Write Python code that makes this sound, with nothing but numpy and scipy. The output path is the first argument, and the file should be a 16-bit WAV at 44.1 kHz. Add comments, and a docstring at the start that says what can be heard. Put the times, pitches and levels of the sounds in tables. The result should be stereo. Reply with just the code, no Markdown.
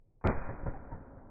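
"""An open shooting field at night: one shotgun shot, heard dull and deep from beside a building.
After a faint clack, a short lead-in opens into a dense, held blast of noise, with one sharp snap
on the right, low thumps and a slow swing of air pressure. The field scatters a long rumble that
darkens with distance, and far obstacles send back separate echoes."""
import sys
import numpy as np
from scipy import signal
from scipy.fft import rfft, irfft
from scipy.io import wavfile
from scipy.ndimage import uniform_filter1d

SR = 44100
rng = np.random.default_rng(int(sys.argv[2]) if len(sys.argv) > 2 else 0)


def wav_record(signal):
    """Record a signal, one row per channel, as 16-bit PCM in the file named by sys.argv[1]."""
    frames = np.transpose(np.atleast_2d(signal))
    bounded = np.clip(frames, -1, 1)
    # unit amplitude maps onto the largest positive 16-bit level
    quanta = np.round(bounded * 32767).astype(np.int16)
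    wavfile.write(sys.argv[1], SR, quanta)


N = 57330
T, HZ = np.arange(N) / SR, np.fft.rfftfreq(N, 1 / SR)
SHOT_S, ATTACK_S, DULL_HZ = 0.245, 0.0012, 2510

# How alike left and right sound: pitch_hz, likeness (0 to 1)
STEREO_LIKENESS = [(25, 1), (60, .7), (110, 0), (220, 0.01), (2500, 0.04)]
# Pitches that stand out in the rumble and echoes: pitch_hz, width_hz, boost_db
# The last row is a faint, thin high ring at the top of the sound.
STANDOUT_PITCHES = [(268, 31, 4.7), (550.3, 38, 6.4), (970, 33, 7.3), (1404, 140, 4.8), (1820, 30, 1.4),
                    (2487, 16, 11)]


def amp(db):
    """Turns decibels into a gain to multiply by."""
    return 10 ** (np.asarray(db) / 20)


def read(points, hz=HZ):
    """Looks up a table at any pitch, blending between its rows."""
    pitches, values = np.transpose(points)
    return np.interp(np.log(hz + 1), np.log(pitches + 1), values)


def pan(db):
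    """Left and right gains; positive db leans left."""
    return amp(np.array([db, -db]).reshape(2, -1) / 2)


def boosts(peaks):
    """A curve in decibels with a bump or dip at each listed pitch."""
    return sum(db / (1 + (2 * (HZ - hz) / width) ** 2) for hz, width, db in peaks)


def noise(colour_db):
    """Dull stereo noise of level 1 in a given tone colour, its bass shared by both sides."""
    left, other = rfft(rng.standard_normal((2, N)))
    same = read(STEREO_LIKENESS)
    right = same * left + np.sqrt(1 - same ** 2) * other
    band = (HZ > 15) * (HZ < DULL_HZ)
    x = irfft(np.array([left, right]) * amp(colour_db) * band, N)
    return x / x.std()


def by_band(x, envelope, count=14):
    """Gives each pitch band of x its own level over time, envelope(hz)."""
    centres, spectrum = np.geomspace(30, DULL_HZ, count), rfft(x)
    return sum(irfft(spectrum * np.interp(HZ, centres, share), N) * envelope(hz)
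               for hz, share in zip(centres, np.eye(count)))


def burst(start_s, rise_s, hold_s, fall_db_per_s):
    """A level that rises, holds, then fades."""
    rise = np.clip((T - start_s) / rise_s, 0, 1)
    return rise * amp(-fall_db_per_s * np.maximum(T - start_s - hold_s, 0))


def grain(depth_db, size=150):
    """Random lumps of level, a few milliseconds each."""
    lumps = uniform_filter1d(uniform_filter1d(rng.standard_normal(N), size), size)
    gain = amp(depth_db * lumps / lumps.std())
    return gain / np.sqrt(np.mean(gain ** 2))


def low_pass(x, hz):
    """Cuts away the sound above hz."""
    kernel = signal.firwin(1201, hz, window=("kaiser", 8), fs=SR)
    return signal.oaconvolve(x, kernel[None], "same")


def night_air():
    """The quiet, steady, low noise of the night."""
    # Tone colour of the air: pitch_hz, relative_db
    colour = [(20, 11.5), (50, -16), (80, -11), (110, -2), (200, -18.5), (500, -22.5), (900, -35.5),
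              (1500, -54), (2500, -53)]
    return amp(-60) * noise(read(colour))


def rumble():
    """Sound scatters from ever farther ground: it spreads out and the air takes its treble."""
    # Tone colour of the scattered sound: pitch_hz, relative_db
    colour = [(20, 8), (40, 0.5), (75, 5), (120, -1.5), (240, -4), (330, -7), (550, -6.5), (800, -5.5),
              (1100, -11.5), (1600, -11), (2000, -15.5), (2450, -17.5)]
    # Extra fading over the ground: pitch_hz, loss_db_per_s
    ground_loss = [(30, 0.5), (100, 4.5), (250, -1.5), (600, 2.5), (1200, 1), (2400, 1.5)]
    peak_s, spread_db_per_decade = 0.081, 11
    age = np.maximum(T - SHOT_S, 0)
    rise = np.minimum(age / peak_s, 1)
    spread = amp(-spread_db_per_decade * np.log10(np.maximum(age / peak_s, 1)))
    scatter = noise(read(colour) + boosts(STANDOUT_PITCHES)) * grain(depth_db=1)

    def fade(hz):
        air_db_per_s = 5 * (hz / 1000) ** 2
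        return amp(-age * (read(ground_loss, hz) + air_db_per_s))
    return amp(-35.5) * pan(0.65) * rise * spread * by_band(scatter, fade)


def echoes():
    """Far obstacles each send the shot back as a smeared, duller burst of noise."""
    # One echo a row: start_s, hold_s, level_db, tilt_db_per_octave, left_minus_right_db
    returns = [(0.362, .025, -45, 0, -5.5), (0.434, 0.036, -50.5, 7, 6), (0.483, 0.022, -37, 1, 3.5),
               (0.526, 0.013, -41.5, -1.5, 0.5), (0.621, .014, -40.5, -4.5, -1.5),
               (0.656, 0.026, -32.5, -0.16, 3), (.738, 0.027, -50, 1.7, -0.5),
               (0.909, 0.044, -41.5, -1.27, 1), (0.996, 0.0079, -46, -1.5, 1.5),
               (1.164, 0.029, -49.5, -1.5, -3.5)]
    # Tone colour of an echo: pitch_hz, relative_db
    colour = [(20, 0.5), (60, 2), (130, 3), (250, -7.5), (500, -7.5), (750, -13.5), (950, -15), (1300, -20),
              (1900, -20), (2450, -42)]
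    out = np.zeros((2, N))
    for start_s, hold_s, db, tilt, side_db in returns:
        smear = noise(read(colour) + boosts(STANDOUT_PITCHES) + tilt * np.log2(HZ + 1))
        out += amp(db) * pan(side_db) * smear * burst(start_s, 0.008, hold_s, fall_db_per_s=481.5)
    return out


def hammer():
    """The gun's action clacks faintly just before the shot."""
    # Tone colour of the clack: pitch_hz, relative_db
    colour = [(100, -12), (400, -5.5), (800, 1), (1600, -6.5), (2000, -18.5), (2450, -16)]
    return amp(-59.5) * noise(read(colour)) * burst(0.2115, ATTACK_S, hold_s=0.003, fall_db_per_s=500)


def ringing():
    """The blast and its echoes set off short, wavering tones."""
    # One tone a row: start_s, hold_s, pitch_hz, level_db, left_minus_right_db
    tones = [(0.246, 0.028, 84.4, -27, 4.5), (0.246, .028, 368, -29, 2), (.250, .03, 182, -38, 4),
             (0.484, 0.0282, 112, -37.5, 2), (0.652, 0.03, 135, -36, -1), (0.663, 0.023, 540, -42.5, -5),
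             (0.737, .014, 765, -47, -7.5), (0.917, .016, 920, -45, 5)]
    out = np.zeros((2, N))
    for start_s, hold_s, hz, db, side_db in tones:
        drift = uniform_filter1d(rng.standard_normal(N), size=400)
        pitch_hz = hz * (1 + 0.044 * drift / drift.std())
        phase = 2 * np.pi * np.cumsum(pitch_hz) / SR
        lag = np.arccos(read(STEREO_LIKENESS, hz))  # the more alike the sides, the closer in step
        tone = np.sqrt(2) * np.sin([phase, phase - lag])
        out += amp(db) * pan(side_db) * tone * burst(start_s, 0.008, hold_s, fall_db_per_s=704)
    return out


def pressure_wave():
    """The air pushes and sucks back in low thumps, and swings slowly after the blast."""
    # One thump a row: start_s, push_s, level_db
    thumps = [(0.266, 0.0043, -33.5), (0.507, .005, -35.5), (0.633, 0.0066, -21), (0.685, 0.012, -21),
              (0.765, 0.037, -35.5), (0.803, .008, -35), (0.947, 0.01, -30.5), (1.023, .007, -37)]
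    out = np.zeros(N)
    for start_s, push_s, db in thumps:
        age = np.maximum(T - start_s, 0)
        rise = 1 - np.exp(-(age / 0.0018) ** 2)
        out += amp(db) * rise * (1 - age / push_s) * np.exp(-age / push_s)
    swing_start_s, swing_hz, fall_db_per_s, right_db = 0.352, 7.1, 75, -10.5
    age = np.maximum(T - swing_start_s, 0)
    swing = amp(-24 - fall_db_per_s * age) * np.sin(2 * np.pi * swing_hz * age)
    return out + np.array([swing, swing * amp(right_db)])


def snap():
    """One sharp click on the right at the height of the blast."""
    # Tone colour of the click: pitch_hz, relative_db
    colour = [(500, -1), (2500, 2.5), (3500, -4.5), (5000, -11.5), (5800, -24.5), (7500, -19), (9000, -33),
              (11000, -58)]
    start_s, left_db = 0.2735, -38.5
    delay = np.exp(-2j * np.pi * HZ * start_s)
    click = irfft(amp(read(colour)) * delay, N)
    return -amp(-17.5) * np.array([click * amp(left_db), click]) / click.max()


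def blast():
    """The muzzle blast and its near reflections: a lead-in, a held roar, a quick fall."""
    # Tone colour of the roar: pitch_hz, relative_db
    colour = [(20, 1), (45, 3), (80, -9), (120, -3), (200, -4), (300, -10.5), (450, -9.5), (700, -9),
              (1100, -15.5), (1500, -21), (2000, -24.5), (2450, -29)]
    # Bumps and dips in that colour: pitch_hz, width_hz, boost_db
    resonances = [(798, 120, -4), (895, 80, 8), (980, 80, -8), (1397, 62, 7)]
    # Which side is louder: pitch_hz, left_minus_right_db
    balance = [(30, -2.5), (70, 1), (170, 8.5), (400, 0.5), (1000, 4), (2200, -1)]
    lead_s, bass_rise_s, bass_sag_db_per_s = 0.005, 0.0063, 75.5
    roar = noise(read(colour) + boosts(resonances)) * grain(depth_db=1)
    roar = irfft(rfft(roar) * pan(read(balance)), N)
    lead_in = amp(-6.5) * np.clip((T - SHOT_S + lead_s) / ATTACK_S, 0, 1) * (T < SHOT_S + lead_s)

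    def envelope(hz):
        bass = 1 / (1 + (hz / 400) ** 2)  # bass builds later than treble and sags sooner
        sag = amp(-bass * bass_sag_db_per_s * np.maximum(T - SHOT_S, 0))
        body = burst(SHOT_S, ATTACK_S + bass * bass_rise_s, hold_s=0.06, fall_db_per_s=380)
        return np.maximum(lead_in, sag * body)
    return amp(-23) * by_band(roar, envelope)


def scene():
    """The shot and its echoes over night air, softly overloaded and dulled, with the snap on top."""
    field = blast() + rumble() + echoes() + pressure_wave() + night_air() + hammer() + ringing()
    ceiling = amp(-11.5)
    rounded = ceiling * np.tanh(field / ceiling)
    return low_pass(rounded, DULL_HZ) + snap()


def record(dry):
    """Adds a faint hiss and cuts the highest treble."""
    return low_pass(dry + amp(-99) * rng.standard_normal((2, N)), hz=10200)


dry = scene()
out = record(dry)
wav_record(out)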